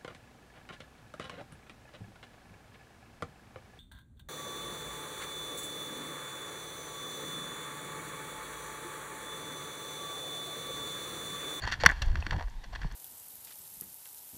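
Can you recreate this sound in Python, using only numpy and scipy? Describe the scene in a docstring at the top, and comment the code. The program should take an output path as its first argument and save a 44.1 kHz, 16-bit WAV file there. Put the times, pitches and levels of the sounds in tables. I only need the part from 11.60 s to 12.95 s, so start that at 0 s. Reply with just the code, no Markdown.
"""Leaves rustle over a low rumble of wind and ground and a faint hiss of outdoor air.
A large lizard is shifting through low plants, right in front of a camera lying on the ground.
Dry blades scrape, feet thud softly, stems tick and ping, and one hard knock overloads the microphone.
The rustles, ticks and knock ring in the camera's case. Near the end, one distant bird whistles."""
import sys
import numpy as np
from scipy import signal
from scipy.fft import rfft, irfft, next_fast_len
from scipy.io import wavfile

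SR = 44100
rng = np.random.default_rng(int(sys.argv[2]) if len(sys.argv) > 2 else 0)


def generate_wav(sig):
    """Save sig (samples, or channels by samples) to the path in sys.argv[1] as 16-bit PCM at SR."""
    pcm = np.round(np.clip(np.atleast_2d(sig).T, -1, 1) * 32767).astype(np.int16)
    wavfile.write(sys.argv[1], SR, pcm)


N = 59535  # 1.35 seconds


def amp(db):
    """Turn decibels into a gain."""
    return 10 ** (np.asarray(db) / 20)


def unit(x):
    """Scale x to an average (rms) level of 1."""
    return x / np.sqrt(np.mean(x ** 2) + 1e-20)


def along(points, hz):
    """Read between (Hz, value) points, with octaves evenly spaced."""
    pitches, values = np.transpose(points)
    return np.interp(np.log(hz + 1), np.log(pitches + 1), values)


def curves(rows):
    """Join timed rows into one curve for each column after the time."""
    times, *columns = np.transpose(rows)
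    return [np.interp(np.arange(N) / SR, times, column) for column in columns]


def filtered(x, response):
    """Turn each frequency in x up or down by the gain response(hz)."""
    size = next_fast_len(N + SR // 2)
    return irfft(rfft(x, size) * response(np.fft.rfftfreq(size, 1 / SR)), size)[..., :N]


def noise(tone):
    """Noise of level 1, shaped by (Hz, dB) points."""
    return unit(filtered(rng.standard_normal(N + SR // 2), lambda hz: amp(along(tone, hz))))


def add(out, start, x):
    """Mix x into out from start, in seconds."""
    part = out[max(round(start * SR), 0):][:len(x)]
    part += x[:len(part)]


def friction(slips_per_s=700, smooth=0.9, spread_db=3.5):
    """Rubbing: tiny slips of uneven size over a smooth hiss."""
    slips = (rng.random(N) < slips_per_s / SR) * np.sign(rng.standard_normal(N))
    sizes = amp(spread_db * np.clip(rng.standard_normal(N), -2, 2))
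    return unit(unit(slips * sizes) + smooth * rng.standard_normal(N))


def stroke(length, rise_s=0.0036, fall_s=0.0063):
    """The push of a brush or scrape: it rises, holds, then dies away."""
    t = np.arange(SR // 5) / SR
    return np.minimum(t / rise_s, 1) * np.exp(-np.maximum(t - length, 0) / fall_s)


# Where the case rings. Each row: pitch in Hz, width in Hz, level in dB.
CASE_RINGS = [(748, 129, -5.5), (969, 110, -3.5), (1130, 170, -2), (1511, 172, 2), (1713, 133, 7),
              (1907, 140, 3.5), (2278, 88, -4.5), (2767, 234, -6.5), (3267, 126, -3.5), (3560, 87.6, -6),
              (4392, 82, -3.5), (4404, 530, -10), (5710, 220, -12)]
# What gets through between those pitches. Each row: frequency in Hz, level in dB.
CASE_LEAK = [(60, -11), (600, -16.5), (2500, -14.5), (5000, -21.5), (7000, -24), (8000, -32), (9200, -37),
             (11000, -40), (12500, -35.5), (16000, -51.5)]
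def case_ring(bass_db, treble_db, tone, size=4096):
    """The case rings after a touch: soft ones have more bass, dry ones more treble."""
    hz = np.fft.rfftfreq(size, 1 / SR)
    peaks = sum(amp(db) ** 2 / (1 + ((hz - pitch) / width) ** 2) ** 2 for pitch, width, db in CASE_RINGS)
    power = amp(along(CASE_LEAK, hz)) ** 2 + peaks
    balance = [(280, 0), (480, bass_db), (900, bass_db), (1450, 0), (2100, 0), (4500, treble_db)]
    colour = amp(along(tone, hz) + along(balance, hz))
    cepstrum = irfft(np.log(unit(np.sqrt(power)) * colour))
    # Fold it so that the ring comes after the touch, never before.
    cepstrum[1:size // 2] *= 2
    cepstrum[size // 2 + 1:] = 0
    return irfft(np.exp(rfft(cepstrum)))[:size // 2]


# The tone of the plants. Each row: frequency in Hz, boost in dB.
PLANT_TONE = [(300, 4), (1100, -0.5), (1750, -1), (2500, 1), (4400, -1.5), (9000, 1), (13000, -5),
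              (16000, -5.5)]
# How much the plants stir. Each row: time in seconds, strength in dB.
STIR_LEVELS = [(0, -53.5), (.17, -52.5), (.45, -53), (.62, -54), (.8, -52.5), (.86, -63.5), (1.1, -70),
               (1.18, -58.5), (1.35, -59.5)]
def stirring_plants():
    """The plants keep rubbing, with slips so sparse that single crackles stand out."""
    stir_db, = curves(STIR_LEVELS)
    rubbing = amp(stir_db) * friction(slips_per_s=400, smooth=0.73)
    return signal.fftconvolve(rubbing, case_ring(bass_db=6, treble_db=2, tone=PLANT_TONE))[:N]


# The rumble's swells. Each row: time in seconds, strength of the deep and the upper band in dB.
RUMBLE_LEVELS = [(0.0, -45.5, -60), (0.036, -76, -31.5), (0.066, -38.5, -38.5), (0.172, -61, -42.5),
                 (0.258, -30, -30.5), (0.348, -36.5, -49), (0.442, -39.5, -38.5), (0.476, -20.5, -37),
                 (0.586, -39, -32.5), (0.646, -37, -44.5), (0.744, -28, -28), (0.792, -68, -32),
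                 (0.818, -28.5, -66), (0.916, -42, -55), (1.224, -35.5, -46.5), (1.254, -27.5, -32),
                 (1.292, -39.5, -52), (1.35, -40, -42.5)]
# The tones of the two bands. Each row: frequency in Hz, boost in dB.
DEEP_TONE = [(10, -17.5), (24, 1), (42, 1), (60, -13.5), (90, -33.5), (300, -84.5), (1000, -120)]
UPPER_TONE = [(30, -3.5), (60, -1), (88, 1), (120, -6.5), (170, -12), (260, -21.5), (400, -27), (800, -37),
              (3000, -100)]
def rumble(trim_db=-2.5):
    """Wind and shaken ground rumble in two bands, mostly below and above 60 Hz."""
    deep_db, upper_db = curves(RUMBLE_LEVELS)
    return amp(deep_db + trim_db) * noise(DEEP_TONE) + amp(upper_db + trim_db) * noise(UPPER_TONE)


# The tone of the air. Each row: frequency in Hz, boost in dB.
AIR_TONE = [(80, 7.5), (200, 2), (450, -9.5), (650, -12.5), (900, 3), (1350, -16.5), (1850, -6),
            (2300, -12.5), (3500, -12), (7000, -19.5), (10000, -23.5), (15500, -25.5)]
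def outdoor_air(db=-57):
    """The open air gives a faint, steady hiss."""
    return amp(db) * noise(AIR_TONE)


# Leaf strokes. Each row: start and length in seconds, then strength, bass and treble in dB.
LEAF_STROKES = [(0.017, 0.012, -42.5, 7, -4), (0.027, 0.023, -45, 4.5, -2), (0.063, 0.039, -39, -1, 1.5),
                (0.112, 0.026, -32.5, -11, 1.5), (0.138, 0.021, -49, -11, 3),
                (0.198, 0.024, -38.5, -2.5, 4), (0.235, 0.008, -32, 14, -3.5), (0.249, 0.022, -32, -2, 3.5),
                (0.274, 0.051, -40.5, 8, -0.5), (0.33, 0.066, -53, -8, 3.5), (0.417, 0.005, -34.5, 4, 9),
                (0.424, 0.051, -53, 10, 6.5), (0.719, 0.014, -38.5, 10, -2), (0.727, 0.033, -51, 17.5, -12),
                (0.793, 0.049, -56.5, 18.5, -28), (1.034, 0.017, -54, 10, 3),
                (1.122, 0.007, -58.5, 21, 9.5), (1.129, 0.011, -49, 13.5, 6.5),
                (1.148, 0.009, -38.5, -11, 0), (1.215, 0.061, -55.5, -30, 4)]
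def brushing_leaves():
    """Leaves rub along the lizard's body, and the rubbing rings in the case."""
    out = np.zeros(N)
    for start, length, db, bass_db, treble_db in LEAF_STROKES:
        push = stroke(length)
        rubbing = push * friction()[:len(push)]
        add(out, start, amp(db) * signal.fftconvolve(rubbing, case_ring(bass_db, treble_db, PLANT_TONE)))
    return out


# Where a dry blade rings. Each row: pitch in Hz, width in Hz, level in dB.
BLADE_RINGS = [(4430, 110, 0), (6800, 350, -19)]
# Its scrapes. Each row: start in seconds, length in seconds, level in dB.
BLADE_SCRAPES = [(.017, 0.0076, -44), (0.029, 0.014, -45), (0.201, 0.013, -42.5)]
def scraping_blades():
    """Rubbing makes a dry blade ring with a thin squeak."""
    out = np.zeros(N)
    blade = lambda hz: sum(amp(db) / (1 + ((hz - pitch) / width) ** 2) for pitch, width, db in BLADE_RINGS)
    for start, length, db in BLADE_SCRAPES:
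        push = stroke(length)
        squeak = unit(filtered(friction(), blade))[:len(push)]
        add(out, start, amp(db) * push * squeak)
    return out


# Footsteps. Each row: start in seconds, peak in dB, pitch in Hz, fade time in seconds.
FOOTSTEPS = [(0.035, -34.5, 131, 0.0051), (0.241, -33.5, 63.25, 0.16), (0.263, -23.5, 167.4, 0.0051),
             (0.42, -23.5, 55.6, 0.033), (0.558, -30.5, 72.2, 0.052), (0.668, -38, 307, 0.0037),
             (0.731, -28, 81.7, 0.04), (0.761, -25.5, 75, .022), (1.248, -36.5, 40.4, 0.036),
             (1.248, -29.5, 132, 0.0042)]
def footfalls(rise_s=0.0021):
    """Each step gives the soft ground a push, and it sways to rest."""
    out, t = np.zeros(N), np.arange(SR // 2) / SR
    for start, db, hz, fade in FOOTSTEPS:
        sway = (1 - np.exp(-t / rise_s)) * np.exp(-t / fade) * np.sin(2 * np.pi * hz * t)
        add(out, start, amp(db) * sway / np.abs(sway).max())
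    return out


def contacts(rows, grit, tone, rise_s=0.00037):
    """A clean blow plus a short crunch, grit times as strong, rings the case."""
    out, t = np.zeros(N), np.arange(-SR // 500, SR // 20) / SR
    after = np.maximum(t, 0)
    window = 0.002 * SR  # a hit's level counts all its energy as falling within 2 ms
    for start, db, bass_db, treble_db, fade in rows:
        crunch = rng.standard_normal(len(t)) * (1 - np.exp(-after / rise_s)) * np.exp(-after / fade)
        spectrum = rfft(grit * crunch / np.linalg.norm(crunch) + (t == 0))
        force = irfft(spectrum / np.sqrt(np.abs(spectrum) + 1e-9))[:len(t) // 2]  # evens out the tone
        ring = case_ring(bass_db, treble_db, tone)
        hit = signal.fftconvolve(force, ring)
        gain = amp(db) * np.sqrt(window) * np.linalg.norm(ring)
        add(out, start + t[0], gain * hit / np.linalg.norm(hit))
    return out


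# Ticks. Each row: start in seconds, then strength, bass and treble in dB, crunch fade in seconds.
STEM_TICKS = [(.0385, -27, 0, -17, 0.015), (.052, -36.5, 6, 5, 0.0025), (.075, -28, 8.5, 2.5, 0.0028),
              (.0975, -59, -12, 4, 0.0024), (.1232, -26.5, 0.5, 7.5, 0.0014), (.130, -32, -11, -5, 0.0015),
              (.2362, -28, 18, 7, 0.0004), (.252, -25.5, -10, -11, 0.0015), (.279, -34, 4, -14, 0.0015),
              (.291, -20, -8, -12.5, 0.0007), (.2983, -18, -10, -40, 0.0006), (.302, -20, -13, -27, 0.0028),
              (.311, -47, 12, 2, 0.0015), (.3175, -25.5, -7, -32, 0.0029), (.4195, -40.5, 15, 20, 0.0061),
              (.4835, -46.5, 13.5, 6.5, 0.0032), (.556, -27.5, -2.5, -3, 0.0011), (.571, -41, 0, 2, 0.0022),
              (.605, -55, 2, 21.5, 0.0045), (.625, -40, 11.5, -13, 0.00065),
              (.666, -26.5, -5, -1.5, 0.0023), (.709, -24.5, -7, 0, 0.002), (.764, -42.5, 4, 4, 0.0018),
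              (.787, -51, 25, -10, 0.0012), (.796, -37.5, 8, -1, 0.002), (.809, -37.5, 16.5, -3.5, 0.0041),
              (.8255, -46, 20.5, 7, 0.00044), (.874, -47.5, 2.5, -18.5, .003), (.882, -48, 8.5, 0, 0.0028),
              (1.040, -46, 4, 11, 0.005), (1.1585, -35.5, 5, -2, 0.0024), (1.191, -52.5, 16, 0, 0.0031),
              (1.2165, -36.5, 3, 0.5, 0.012), (1.232, -36.5, -12, -6, .002), (1.244, -51, 25.5, -1, 0.0025),
              (1.314, -45.5, 7.5, 7.5, 0.0054)]
def ticking_stems():
    """Stems and twigs tick, with more crunch than clean blow."""
    return contacts(STEM_TICKS, grit=1.87, tone=PLANT_TONE)


# Pings. Each row: start in seconds, peak in dB, pitch in Hz, seconds to fade by 60 dB,
# and how far above its pitch the ping starts (0.06 means 6%).
STALK_PINGS = [(.075, -29.5, 963, 0.017, 0.06), (0.2365, -19.5, 476, 0.06, .6),
               (0.423, -34, 2684, 0.038, 0.028), (.6255, -33, 2540, 0.019, 0.046),
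               (1.156, -44.5, 2525, 0.043, 0.025)]
def flicked_stalks(unbend_s=0.0025, jitter_radians=0.027):
    """A flicked stalk rings on one note, higher while it is still bent."""
    out, t = np.zeros(N), np.arange(SR // 10) / SR
    for start, db, hz, ring_s, bend in STALK_PINGS:
        pitch = hz * (1 + bend * np.exp(-t / unbend_s))
        phase = 2 * np.pi * np.cumsum(pitch) / SR
        phase += jitter_radians * np.cumsum(rng.standard_normal(len(t)))  # keeps the ring dry
        add(out, start, amp(db - 60 * t / ring_s) * np.sin(phase))
    return out


# Bursts of crackle. Each row: start in seconds, peak in dB.
CRACKLE_BURSTS = [(0.236, -42), (.2915, -42.5), (0.2987, -38), (0.3137, -38.5), (0.422, -36.5),
                  (0.461, -44.5), (0.899, -50.5), (1.323, -45)]
# Their crisp tone. Each row: frequency in Hz, boost in dB.
CRISP_TONE = [(2000, -44), (5000, -8), (6500, 3), (9000, -14.5), (14000, -13.5), (16000, -33.5)]
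def bright_crackle(fade_s=0.0016):
    """Tiny bursts of bright crackle start sharply and die away at once."""
    out, t = np.zeros(N), np.arange(SR // 10) / SR
    for start, db in CRACKLE_BURSTS:
        burst = noise(CRISP_TONE)[:len(t)] * np.exp(-t / fade_s)
        add(out, start, amp(db) * burst / np.abs(burst).max())
    return out


# The knock's hits. Each row: start in seconds, strength, bass and treble in dB, crunch fade in seconds.
KNOCK_HITS = [(.2614, -3.5, -6.5, -26, 0.0013), (.2622, -11.5, 1, 12.5, 0.0009),
              (.2649, -8, 6.5, -8.5, 0.00021), (.2666, -18, -10.5, -5.5, 0.0013)]
# Their tone. Each row: frequency in Hz, boost in dB.
BLOW_TONE = [(300, -13), (850, -8), (1100, 2), (1750, -1.5), (2000, 2.5), (4400, -4.5), (5900, 5.5),
             (7000, 3.5), (9200, -5), (12000, 5), (16000, -23)]
def hard_knock():
    """One hard knock rings the case: a touch, a crack and two rebounds."""
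    return contacts(KNOCK_HITS, grit=0.78, tone=BLOW_TONE)


def distant_bird(top_s=1.012, half_length_s=0.085, top_hz=3750, drop_hz=600, db=-68, blur_hz=130):
    """One whistle rises and falls, blurred by the bushes."""
    arch = np.clip((np.arange(N) / SR - top_s) / half_length_s, -1, 1)
    phase = 2 * np.pi * np.cumsum(top_hz - drop_hz * arch ** 2) / SR
    blur = filtered(rng.standard_normal((2, N)), lambda hz: np.exp(-(hz / blur_hz) ** 2))
    flutter, waver = 0.5 * unit(blur)
    whistle = (1 + flutter) * np.sin(phase) + waver * np.cos(phase)
    return amp(db) * np.sqrt(1 - arch ** 2) * whistle


def scene():
    """Mix the lizard's movements with the rumble, the air and the bird, in one channel."""
    bed = stirring_plants() + rumble() + outdoor_air()
    moving = brushing_leaves() + scraping_blades() + footfalls()
    snaps = ticking_stems() + flicked_stalks() + bright_crackle() + hard_knock()
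    return (bed + moving + snaps + distant_bird())[None]


def record(dry, ceiling=0.9, edge_hz=11800, top_hz=15600):
    """The knock overloads the microphone, and the treble fades out from edge_hz to top_hz."""
    squashed = dry / (1 + np.abs(dry / ceiling) ** 6) ** (1 / 6)
    past_edge = lambda hz: np.clip((hz - edge_hz) / (top_hz - edge_hz), 0, 1)
    return filtered(squashed, lambda hz: np.cos(np.pi / 2 * past_edge(hz) ** 2))


dry = scene()
out = record(dry)
generate_wav(out)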